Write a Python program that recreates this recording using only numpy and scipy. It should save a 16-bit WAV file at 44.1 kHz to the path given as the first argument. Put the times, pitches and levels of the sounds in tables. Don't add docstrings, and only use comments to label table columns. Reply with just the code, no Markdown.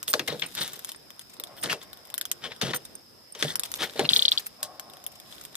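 import sys
import numpy as np
from scipy import signal
from scipy.fft import rfft, irfft
from scipy.io import wavfile
from scipy.ndimage import uniform_filter1d, minimum_filter1d

SR = 44100
rng = np.random.default_rng(int(sys.argv[2]) if len(sys.argv) > 2 else 0)


def persist_wave(psi):
    counts = np.round(np.clip(psi, -1, 1) * 32767).astype(np.int16)
    wavfile.write(sys.argv[1], SR, np.atleast_2d(counts).T)


def level_to_linear(level):
    exponent = np.asarray(level, float) / 20
    return 10 ** exponent


N = 245195


def evened(x):
    return x / np.sqrt(np.mean(x ** 2) + 1e-20)


def read(points, hz):
    f, value = np.transpose(points)
    return np.interp(np.log(hz + 1), np.log(f + 1), value)


def band(x, low_hz, high_hz):
    return signal.sosfilt(signal.butter(2, [low_hz, min(high_hz, .45 * SR)], "band", fs=SR, output="sos"), x)


def resonate(x, hz, width_hz):
    r = np.exp(-np.pi * width_hz / SR)
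    return 2 * signal.lfilter([1 - r], [1, -r * np.exp(2j * np.pi * hz / SR)], x).real


def add(mix, s, sound, pan_db=5.0, lag_ms=.07):
    for channel, start_s, db in zip(mix, (s + lag_ms / 1000, s), (pan_db / 2, -pan_db / 2)):
        part = channel[max(round(start_s * SR), 0):][:len(sound)]
        part += level_to_linear(db) * sound[:len(part)]


def crack(noise, low_hz, high_hz, fade_s):
    return evened(band(noise, low_hz, high_hz)) * np.exp(-np.arange(len(noise)) / SR / fade_s)


def pop(hz, sag_hz, width_s, phase):
    t = np.arange(300) / SR
    turns = hz * t - sag_hz * .0008 * np.exp(-t / .0007) + phase
    return 2 * (t / width_s) ** 1.79 * np.exp(-t / width_s) * np.cos(2 * np.pi * turns)


def tick_rows():
    # (time [s], 3.5 kHz body level [dB], dull crack [dB rel], bright crack [dB rel])
    claws = [(0.132, -29.5, 0, 6), (0.1386, -16.5, 3, -5), (0.1949, -20.5, -6, -13), (0.2817, -28, -4, -14),
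             (0.327, -31, -8, -19), (0.4205, -24.5, -11, -29), (0.4348, -33, -8, -27),
             (0.5517, -35.5, -5.5, 4), (0.6157, -26, 0, -5), (0.7338, -52, 7, 18), (0.948, -48, 7, -17),
             (1.6291, -32, -1, -13), (1.6399, -25, -4.5, -9), (1.6594, -27, -8, -25), (1.73, -27, 5, -8),
             (2.615, -21, -5, -9), (2.622, -25, -1, -10), (2.7346, -26.5, -14, -20), (3.3508, -37, -1, -12),
             (3.392, -46, -33, 3), (3.426, -17.5, -3.5, -12), (3.897, -35, -5, -18),
             (3.9368, -45.5, -4.5, -6), (3.9612, -43.5, 9, -2), (3.978, -49, -21, 6),
             (3.9941, -17, -4, -14), (4.606, -54, 1, 3), (5.546, -47, 4, -20)]
    # (time [s], body level [dB], bright crack [dB rel], crack top over middle [dB])
    slaps = [(.0298, -37, 5, 1), (.081, -22, -7, -4), (.3966, -32, -8, -3), (.8475, -38, 9, 7),
             (.8914, -37, 6, 0.1), (.9184, -38.5, 5, 0.1), (1.1046, -41.5, 2.5, 1),
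             (1.1943, -40.5, 2.5, -4), (1.3995, -32.5, 1.1, 5), (1.438, -31, -2, 5), (1.472, -42, -6, 7),
             (1.9315, -39.5, 2.5, 5), (2.102, -43, 2.5, 2), (2.142, -30.5, 0, 15), (2.1801, -37.5, 15.5, 8),
             (2.2127, -23.5, -1.5, 1.5), (2.2541, -31, 0.5, 5), (2.3156, -29, 8.5, -4),
             (2.8541, -40.5, -1, -6), (3.5567, -31.5, 8, -10.5), (3.5961, -27.5, 0.5, -14),
             (3.6354, -28.5, 3, -1), (3.7173, -42, 11, 3), (3.7403, -25, -5, -10), (4.4674, -48.5, 15.5, 7),
             (4.6301, -29, 5.5, 2), (4.797, -42, 12, 0.1), (5.0652, -35, 1, 27), (5.4519, -41, 4.5, 4),
             (5.5544, -29.5, -3.5, -6)]
    # (time [s], body level [dB])
    knocks = [
        (1.368, -48),
        (1.9734, -44),
        (2.5638, -42),
        (4.9, -43.5),
        (4.97, -42.5),
        (5.001, -50.5),
        (5.201, -41),
        (5.3258, -38.5),
        (5.382, -44),
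        (5.399, -55),
    ]
    # (time [s], bright crack level [dB])
    snaps = [(0.6782, -32), (0.7218, -45), (0.742, -44), (0.7932, -38), (0.873, -45), (2.053, -47),
             (2.0727, -49), (4.9363, -44), (5.041, -42), (5.413, -40.5), (5.4388, -45)]
    snap_over_body_db, knock_bright_db, slap_dull_db = 6, -5, -9.5
    insect = list(slaps)
    insect += [(s, db, knock_bright_db, 0) for s, db in knocks]
    insect += [(s, db - snap_over_body_db, snap_over_body_db, 0) for s, db in snaps]
    rows = [(*row, 0, 5.5, .3) for row in claws]
    turns = 2 * rng.random((len(insect), 2)) - 1
    for (s, db, bright_db, top_db), (u, v) in zip(insect, turns):
        dull_db = max(bright_db, 0) + slap_dull_db
        pan_db, lag_ms = 6.5 + 5.5 * u, .34 + .03 * v
        rows.append((s, db, dull_db, bright_db, top_db, pan_db, lag_ms))
    return rows


def ticks():
    # (time [s], peak level [dB])
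    flicks = [(0.276, -31.5), (0.518, -58), (0.54, -47), (0.576, -45), (0.758, -44.5), (0.8374, -64),
              (1.211, -47), (1.297, -50), (1.335, -47.5), (1.8265, -46.5), (3.6524, -38.5), (3.754, -37.5),
              (3.769, -42.5), (3.819, -45), (3.837, -36), (4.105, -48), (4.3114, -40), (4.3945, -36.5),
              (4.398, -45), (4.462, -41.5), (5.117, -51), (5.1532, -50), (5.307, -53.5), (5.3454, -51)]
    out = np.zeros((2, N))
    rows = tick_rows()
    chance, noise = rng.random((len(rows), 2)), rng.standard_normal((len(rows), 4, 1500))
    for (s, db, dull_db, bright_db, top_db, pan_db, lag_ms), (u, v), (a, b, c, d) in zip(rows, chance, noise):
        rough = np.clip((dull_db + 16.0) / 18, .35, .95)
        body = rough * crack(a, 2640, 6160, 0.0024)
        body[:300] += (1 - rough) * 1.25 * pop(3200 + 400 * u, 500, .00045, v)
        dull = level_to_linear(dull_db - 4.5) * crack(b, 960, 2280, 0.0017)
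        middle = level_to_linear(-top_db / 2) * crack(c, 5500, 10500, .0007)
        top = level_to_linear(top_db / 2) * crack(c[::-1], 10500, 15000, .0007)
        hiss = 0.27 * crack(d, 5000, 20000, 0.0031)
        bright = level_to_linear(bright_db - 1.0) * (middle + top + hiss)
        add(out, s - .0008, level_to_linear(db + 5.0) * body, pan_db, abs(lag_ms))
        add(out, s - .0008, level_to_linear(db + 8.0) * dull, pan_db, lag_ms=0.15)
        add(out, s - .0004, level_to_linear(db + 10.0) * bright, 0.32 * pan_db, lag_ms=.05)
    for (s, db), noise in zip(flicks, rng.standard_normal((len(flicks), 400))):
        add(out, s, level_to_linear(db + 3.0) * crack(noise, 1800, 15400, 0.042), pan_db=3.5, lag_ms=0.14)
    return out


def skid_rows():
    # (start [s], fade [s], grit [dB], fizz [dB rel], claw pitch [Hz])
    slides = [(0.071, 0.071, -47.5, 13.5, 3540), (0.189, 0.041, -37.5, -28, 2550),
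              (0.272, 0.076, -32.5, -10, 3960), (0.419, 0.052, -34.5, -63, 2580),
              (0.608, .11, -36, 1.5, 3700), (0.728, 0.078, -51.5, -8, 3730),
              (1.631, 0.053, -32.5, -0.5, 1800), (2.609, 0.11, -31.5, -4, 3170),
              (2.66, 0.081, -41, -13, 3800), (2.699, 0.03, -40.5, -4, 3300), (3.343, 0.11, -48, -2, 3080),
              (4.042, 0.016, -34, -20, 2760), (4.096, 0.31, -41, 4, 2800), (4.149, 0.14, -48, 10, 2200),
              (4.315, 0.13, -45.5, -4, 1130), (4.623, 0.037, -46, 14.5, 1600)]
    # (start [s], swell [s], grit [dB], fizz [dB rel], claw pitch [Hz])
    drags = [(.125, 0.046, -47.5, 5.5, 1530), (.545, 0.052, -36.5, -3.5, 3540),
             (.865, 0.032, -49.5, 6.5, 3530), (1.556, 0.025, -49.5, -30, 3370),
             (1.678, 0.042, -31.5, -3.5, 2830), (1.799, 0.027, -51, -1, 3550),
             (2.407, 0.048, -37.5, -13, 3240), (2.502, 0.017, -39.5, -26, 3480),
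             (2.728, 0.016, -35.5, -33, 1280), (3.372, 0.066, -40, 3, 3640),
             (3.442, .065, -42.5, 3.5, 1860), (3.632, 0.021, -47, 7, 3600),
             (3.775, 0.056, -30, -10.5, 3400), (3.949, 0.062, -35.5, -15, 3980)]
    slide_swell_s, drag_fade_s, drag_fade_per_swell = 0.0096, 0.02, 0.62
    rows = [(s, slide_swell_s, fade_s, *rest) for s, fade_s, *rest in slides]
    rows += [(s, swell_s, drag_fade_s + drag_fade_per_swell * swell_s, *rest) for s, swell_s, *rest in drags]
    return rows


def skids():
    # (frequency [Hz], level [dB])
    grit_colour = [(250, -27), (800, 0), (1900, 7), (2700, 1), (3500, 5.5), (4200, 2), (5500, 0),
                   (9500, -21)]
    size = level_to_linear(2.4 * np.minimum(rng.exponential(1, N), 5)) * (rng.random(N) < 9000 / SR)
    clicks = size * rng.standard_normal(N)
    clumps = level_to_linear(2.6 * evened(uniform_filter1d(rng.standard_normal(N), 130)))
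    board_gain = level_to_linear(read(grit_colour, np.fft.rfftfreq(N, 1 / SR)))
    grit = evened(irfft(rfft(clicks) * board_gain, N))
    fizz = evened(band(clicks, 3340, 11700))
    rumble = evened(band(band(rng.standard_normal(N), 75, 980), 66, 830))
    out = np.zeros((2, N))
    for s, swell_s, fade_s, db, fizz_db, hz in skid_rows():
        t = np.arange(round((swell_s + 2 * fade_s) * SR)) / SR
        rise = np.sin(np.pi / 2 * t / swell_s) ** 2
        force = np.where(t < swell_s, rise, level_to_linear(-22 * (t - swell_s) / fade_s))
        span = round(s * SR) + np.arange(len(t))
        claw = .5 * evened(resonate(resonate(clicks[span], hz, 1000), hz, 1000))
        scrape = clumps[span] * (grit[span] + claw + level_to_linear(fizz_db) * fizz[span])
        sound = scrape + level_to_linear(-6.0) * rumble[span]
        add(out, s, level_to_linear(db - 0.5) * force * sound, pan_db=4.5, lag_ms=.045)
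    return out


def catches():
    # (time [s], peak level [dB], pitch [Hz])
    ridge_hits = [(.2765, -37, 3300), (0.282, -21, 2070), (.302, -24, 3700), (.316, -36, 3600),
                  (.349, -38, 1370), (.422, -17, 2220), (.437, -27, 2270), (.569, -29, 4150),
                  (.577, -25, 3420), (.581, -28, 2200), (0.587, -26.5, 3600), (.593, -24, 3700),
                  (0.615, -38, 3770), (.618, -27, 3700), (.6225, -23, 3860), (0.6266, -23, 3600),
                  (0.635, -26, 3250), (1.6385, -44, 1430), (1.641, -29, 2940), (1.690, -32, 1760),
                  (1.697, -21, 2160), (1.7045, -22, 2770), (1.7136, -26, 2850), (1.727, -20, 1270),
                  (2.625, -21, 3980), (2.667, -35, 3600), (2.6945, -30, 3380), (2.707, -35, 3440),
                  (2.7358, -16.5, 1690), (2.743, -23, 1450), (2.758, -34, 1990), (3.4272, -17, 1600),
                  (3.450, -26, 3200), (3.4812, -24, 3360), (3.504, -26.5, 3370), (3.793, -35, 1520),
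                  (3.804, -39, 3700), (3.816, -33, 3110), (3.82, -21, 3440), (3.997, -18.5, 1750),
                  (4.003, -23, 1540), (4.052, -27, 2940), (2.438, -37, 3600), (2.456, -34, 2050),
                  (2.518, -29, 1980), (3.838, -20, 2110), (3.846, -28, 1900), (.4225, -17, 3300),
                  (.195, -22, 2540), (0.138, -16, 1700), (0.145, -25, 3600), (2.618, -29, 3960),
                  (4.106, -20, 3070), (4.109, -18.5, 2920)]
    slip_fade_s, width_hz = 0.0026, 440
    out, t = np.zeros((2, N)), np.arange(900) / SR
    for (s, db, hz), noise in zip(ridge_hits, rng.standard_normal((len(ridge_hits), 900))):
        slips = noise * np.exp(-t / slip_fade_s)
        ring = resonate(resonate(slips, hz, width_hz), hz, 3 * width_hz)
        add(out, s, level_to_linear(db - 1.0) * ring / abs(ring).max(), pan_db=7.5, lag_ms=0.11)
    return out


def squeals():
    # (start [s], length [s], level [dB], pitch [Hz])
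    slips = [
        (0.607, 0.028, -34.5, 3800),
        (1.685, 0.041, -34, 1860),
        (1.694, 0.022, -27.5, 2830),
        (2.688, 0.021, -42, 3400),
        (3.433, 0.019, -34, 1800),
        (3.461, 0.067, -38.5, 3500),
        (3.803, 0.057, -40, 3160),
        (4.046, 0.021, -32, 2690),
        (4.048, 0.02, -30.5, 4200),
    ]
    width_hz = 490
    out, t = np.zeros((2, N)), np.arange(3000) / SR
    for (s, length_s, db, hz), noise in zip(slips, rng.standard_normal((len(slips), 3000))):
        ring = evened(resonate(resonate(noise, hz, width_hz), hz, width_hz))
        swell = np.sin(np.pi * np.minimum(t / length_s, 1)) ** 0.8
        add(out, s, level_to_linear(db) * swell * ring, pan_db=0.0, lag_ms=0.33)
    return out


def boards(blow, hz):
    # (frequency [Hz], t60 [s])
    deck = [(90, 0.051), (148, 0.22), (205, 0.024), (290, 0.022), (355, 0.017), (465, 0.084), (575, 0.066),
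            (770, 0.072)]
    answer = 0
    for f, t60_s in deck:
        nearness = level_to_linear(-22 * np.log2(f / hz) ** 2)
        answer = answer + nearness * resonate(blow, f, 5.1 / t60_s) * t60_s * f ** 0.12
    return answer


def thumps():
    # (time [s], peak level [dB], strongest pitch [Hz], rattle length [s])
    blows = [(0.087, -33.5, 452, 0.026), (0.142, -12, 546, 0.019), (0.196, -22.5, 270, 0.034),
             (0.287, -18, 466, 0.018), (0.323, -16.5, 395, 0.029), (0.44, -28.5, 293, 0.037),
             (0.607, -30, 153, 0.0085), (0.774, -33, 495, 0.013), (1.403, -32, 605, 0.011),
             (1.648, -21.5, 296, 0.04), (1.733, -19, 540, 0.023), (2.46, -29.5, 487, 0.034),
             (2.625, -19, 470, 0.057), (2.631, -14.5, 147, 0.031), (2.687, -22, 326, 0.04),
             (3.426, -17, 403, 0.012), (3.439, -20, 162, 0.043), (3.450, -14.5, 483, 0.0089),
             (3.834, -23, 600, 0.04), (3.9945, -5.5, 540, 0.0084), (4.012, -11.5, 405, 0.017),
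             (4.033, -16.5, 288, 0.028), (4.113, -23.5, 129, 0.026), (4.165, -29.5, 446, 0.063),
             (3.958, -22.5, 516, 0.039), (3.357, -35.5, 550, 0.033), (2.64, -22.5, 146, 0.07),
             (3.997, -12, 554, .015), (.305, -27, 160, 0.048), (2.739, -24, 500, 0.016)]
    out, t = np.zeros((2, N)), np.arange(9000) / SR
    for (s, db, hz, rattle_s), noise in zip(blows, rng.standard_normal((len(blows), 9000))):
        fade = np.exp(-t / max(rattle_s, .002))
        push = 1.34 * np.exp(-t / 0.00023)
        knock = band(boards(noise * fade - push, hz), 103, 646)
        apart = 0.26 * band(boards(noise[::-1] * fade, hz), 95, 840)
        gain = level_to_linear(db - 7.5) / abs(knock).max()
        add(out[:1], s - .001, gain * (knock + apart), pan_db=1.3, lag_ms=0.02)
        add(out[1:], s - .001, gain * (knock - apart), pan_db=-0.1, lag_ms=0)
    return out


def tags():
    # (time [s], peak level [dB], low mode [dB rel], middle mode [dB rel], chatter length [s])
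    clinks = [(0.087, -23.5, -9, -5.5, 0.033), (0.406, -38, -16, -18, .008), (0.462, -42.5, -38, 5, 0.0072),
              (0.603, -33, -2, -5, 0.013), (0.96, -58.5, -10, 12.5, 0.0022), (1.567, -44, -23, -8, 0.043),
              (1.614, -42, -5, -2, 0.013), (1.633, -30, -14, 1, 0.0029), (2.746, -25.5, 1.5, -5, 0.027),
              (2.851, -41.5, -9, -0.5, 0.001), (2.953, -38.5, 7, 1, 0.0015), (3.323, -42.5, -23, 1, 0.0033),
              (3.854, -37, -2, -29, 0.011), (4.036, -43, 1, -5, 0.007), (4.13, -31.5, 9, -9, 0.025),
              (4.174, -23, -23, -14, 0.01), (4.218, -31, -26, -10, 0.01), (4.315, -33, -10, -25, .001),
              (4.317, -31, -20, -27, 0.0069), (0.631, -30, -20, -7, 0.0033), (4.459, -48, -26, 1, 0.0049)]
    # (frequency [Hz], t60 [s])
    tag_modes = [(6210, 0.07), (8740, 0.11), (9380, 0.018), (11540, 0.0035), (14010, 0.044), (14250, 0.055)]
    # (left-right [dB], left lag [ms])
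    sides = [(-1, -0.045), (-5.5, -.045), (-12, -.045), (2.5, 0.018), (7, .03), (10.5, 0.0073)]
    out, t = np.zeros((2, N)), np.arange(6000) / SR
    for (s, db, low_db, mid_db, chatter_s), draw in zip(clinks, rng.random((len(clinks), 2, 6000))):
        hits = (draw[0] < 2600 / SR) * (t < chatter_s)
        strikes = hits * (1.26 * draw[1] - .8) * np.sin(np.pi * t / chatter_s)
        strikes[0] = 1.0
        levels_db = (low_db - 8, mid_db + 8, mid_db - 9, -24, -8, -0.3)
        damped = 0.29 + 0.65 * level_to_linear(-2500 * np.maximum(t - chatter_s - .004, 0))
        for (hz, t60_s), level_db, side in zip(tag_modes, levels_db, sides):
            mode = resonate(strikes, hz, 7.2 / t60_s)
            add(out, s, level_to_linear(db + level_db) * damped * mode / abs(mode).max(), *side)
        add(out, s, level_to_linear(db - 27) * band(strikes, 6000, 15000), pan_db=1.5, lag_ms=0.05)
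    return out


def shell(x):
    return band(band(band(x, 3000, 4400), 2900, 5000), 2800, 5500)


def drum():
    # (time [s], level [dB], snap back [dB rel], pitch [Hz])
    pops = [
        (4.091, -6.5, -8.5, 3200),
        (4.1342, -7, -6.5, 3300),
        (4.1632, -6, -4.5, 3250),
        (4.1934, -9, -9, 3170),
        (4.2233, -9, -7, 3100),
        (4.2532, -7, -8.5, 3130),
        (4.282, -8, -7, 3350),
        (4.3189, -8, -5, 3150),
        (4.3766, -11, -4.5, 3060),
    ]
    back_s = .0049
    out = np.zeros((2, N))
    chance, noise = rng.random((len(pops), 3)), rng.standard_normal((len(pops), 4, 2000))
    for (s, db, back_db, hz), (u, v, w), (a, b, c, d) in zip(pops, chance, noise):
        add(out[:1], s - .0011, level_to_linear(db + 5.8) * shell(pop(hz, 700, .00026, v)), pan_db=6.5, lag_ms=.25)
        add(out[1:], s - .0012, level_to_linear(db + 6) * shell(pop(hz, 700, .00018, v)), pan_db=-2, lag_ms=0)
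        add(out, s - .0006, level_to_linear(db - 25.5) * crack(c[::-1], 4200, 17000, 0.00097), pan_db=-1.0, lag_ms=0.15)
        snap = pop(3500 + 700 * w, 400, .00028, u)
        add(out, s + back_s - .0002, level_to_linear(db + 4 + back_db) * snap, pan_db=0., lag_ms=.35)
        dry_crack, bright_crack = crack(d[::-1], 2500, 7200, 0.0035), crack(c, 5500, 18000, 0.0021)
        add(out, s + back_s, level_to_linear(db + back_db - 13) * dry_crack, pan_db=-4.5, lag_ms=0.22)
        add(out, s + back_s, level_to_linear(db + back_db - 20) * bright_crack, pan_db=-5.0, lag_ms=0.24)
        twitch = pop(3500 + 900 * u, 280, 0.0003, w)
        add(out, s + 2 * back_s, level_to_linear(db + back_db - 6) * twitch, pan_db=4.5, lag_ms=0.35)
        rattle = band(np.array([crack(a, 3000, 4600, .011), crack(b, 3200, 5200, .011)]), 2900, 5100)
        shiver_db = 3.5 * evened(uniform_filter1d(d, 60))
        rattle *= level_to_linear(db - np.array([[20.], [21.]]) + shiver_db)
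        out[:, round((s + .0012) * SR):][:, :2000] += rattle
    return out


def snuffles():
    # (time [s], level [dB])
    breaths = [
        [(1.38, -67), (1.48, -40.5), (1.6, -48), (1.85, -51.5), (2.4, -55)],
        [(4.57, -54), (4.63, -37), (4.74, -41), (4.9, -45), (5.56, -56.5)],
    ]
    # (frequency [Hz], width [Hz], level [dB])
    nose_modes = [(660, 330, 0), (1020, 200, -4)]
    out, flow = np.zeros((2, N)), rng.standard_normal(N)
    flutter = level_to_linear(0.8 * evened(uniform_filter1d(rng.standard_normal(N), 700)))
    rush = sum(level_to_linear(db) * resonate(resonate(flow, hz, w), hz, w) for hz, w, db in nose_modes)
    nose = flutter * evened(rush)
    for rows in breaths:
        s, db = np.transpose(rows)
        span = np.arange(round(s[0] * SR), min(round(s[-1] * SR), N))
        level = level_to_linear(np.interp(span / SR, s, db) - 9.0)
        add(out, s[0], level * nose[span] * signal.windows.tukey(len(span), .06))
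    return out


def rustle():
    # (time [s], level [dB])
    course = [(0, -60.5), (.4, -51), (.8, -53), (1.05, -65), (2.9, -60.5), (3.3, -72), (3.7, -53.5),
              (4.08, -50), (4.18, -91), (4.36, -46.5), (4.5, -64), (5.22, -62), (5.33, -51), (5.56, -61)]
    size = level_to_linear(2.8 * np.minimum(rng.exponential(1, (2, N)), 5)) * (rng.random((2, N)) < 2500 / SR)
    grains = size * rng.standard_normal((2, N))
    sound = evened(band(grains, 1100, 20000)) + .5 * evened(resonate(grains, 3720, 450))
    return sound * level_to_linear(np.interp(np.arange(N) / SR, *np.transpose(course)))


def yard(x):
    wall_s, wall_db, yard_t60_s, yard_db = .0055, -14, .05, -10.5
    t = np.arange(6000) / SR
    sparse = (rng.random((2, 6000)) < .08) * (t > .002)
    taps = rng.standard_normal((2, 6000)) * sparse * level_to_linear(-60 * t / yard_t60_s)
    taps *= level_to_linear(yard_db) / np.linalg.norm(taps, axis=1, keepdims=True)
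    taps[:, round(wall_s * SR)] += level_to_linear(wall_db + np.array([-1.5, 1.5]))
    return x + signal.fftconvolve(x, taps, axes=1)[:, :N]


def shaded(x):
    # (frequency [Hz], gain [dB])
    shade = [(500, -3.5), (1200, -0.5), (4500, 0.1), (6500, -7.5), (10000, 0), (13000, -0.5)]
    gain = level_to_linear(read(shade, np.fft.rfftfreq(N, 1 / SR)))
    return np.array([irfft(rfft(x[0]) * gain, N), x[1]])


def insects():
    # (frequency [Hz], width [Hz], level [dB])
    far_cicadas = [(5123, 470, -57), (3600, 110, -83)]
    cricket_hz, cricket_db, chirps_per_s, chirp_start_s = 8160, -77, 16.4, .045
    t = np.arange(N) / SR
    chorus = np.zeros((2, N))
    for hz, width_hz, db in far_cicadas:
        blur = resonate(resonate(rng.standard_normal((2, N)), hz, width_hz), hz, width_hz)
        chorus += level_to_linear(db) * evened(blur)
    gate = np.clip(7.1 * np.sin(2 * np.pi * chirps_per_s * (t - chirp_start_s)) - .8, 0, 1)
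    return chorus + level_to_linear(cricket_db) * gate * np.sin(2 * np.pi * cricket_hz * t)


def air():
    # (frequency [Hz], density [dB per Hz])
    spectrum = [(25, -14), (55, -6.5), (300, -7), (700, -10), (1500, -16), (4400, -23.5), (6500, -29.5),
                (15000, -24)]
    # (frequency [Hz], likeness [0-1])
    likeness = [(60, 0.21), (240, 0.39), (950, 0.029), (3770, 0.024), (15000, 0.081)]
    # (time [s], level [dB])
    gusts = [(0, 0.5), (.9, 1.3), (1.2, -2), (1.5, 2.5), (2.0, 1), (2.8, 2.5), (3.05, -3), (3.32, -3.5),
             (3.5, 5), (4.5, -1), (5.56, 1.2)]
    air_db = -45
    frames, hz = N // 256 + 5, np.fft.rfftfreq(1024, 1 / SR)
    a, b, c, d, patches = rng.standard_normal((frames, 513, 5)).T
    patches = evened(uniform_filter1d(uniform_filter1d(patches, 12, 0), 14, 1))
    same = np.clip(read(likeness, hz), -1, 1)[:, None]
    left = a + 1j * b
    right = same * left + np.sqrt(1 - same ** 2) * (c + 1j * d)
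    z = np.array([left, right])
    breeze_db = np.interp(np.arange(frames) * 256 / SR, *np.transpose(gusts))
    z *= level_to_linear(read(spectrum, hz)[:, None] + 2 * patches + breeze_db * (hz < 4000)[:, None])
    return level_to_linear(air_db - 8.5) * evened(signal.istft(z, nperseg=1024, noverlap=768)[1][:, :N])


def scene():
    near = shaded(yard(ticks() + skids() + snuffles())) + drum() + tags() + thumps()
    return near + rustle() + insects() + air() + shaded(catches() + squeals())


def hushed(x):
    split_hz, ahead_s, jump_db, hush_db = 5800, .011, 28, -30
    high = signal.sosfiltfilt(signal.butter(4, split_hz, "high", fs=SR, output="sos"), x)
    power = (np.diff(x, prepend=0) ** 2).mean(0)
    level_db = 10 * np.log10(abs(uniform_filter1d(power, size=60)) + 1e-14)
    ahead = round(ahead_s * SR)
    coming_db = np.roll(-minimum_filter1d(-level_db, size=ahead), -ahead // 2)
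    hush = minimum_filter1d(1. * (coming_db - level_db > jump_db), size=90)
    return x - high * (1 - level_to_linear(hush_db * uniform_filter1d(hush, size=50)))


def band_limit(x):
    return signal.sosfilt(signal.butter(12, 15840, fs=SR, output="sos"), x)


def record(dry):
    edge_hz, leak_db, bass_cut_hz = 14650, -41, 62
    top = signal.firwin(301, edge_hz, fs=SR)[None]
    dulled = signal.oaconvolve(dry, top, "same") + level_to_linear(leak_db) * dry
    thinned = signal.sosfilt(signal.butter(2, bass_cut_hz, "high", fs=SR, output="sos"), dulled)
    return band_limit(hushed(thinned))


dry = scene()
out = record(dry)
persist_wave(out)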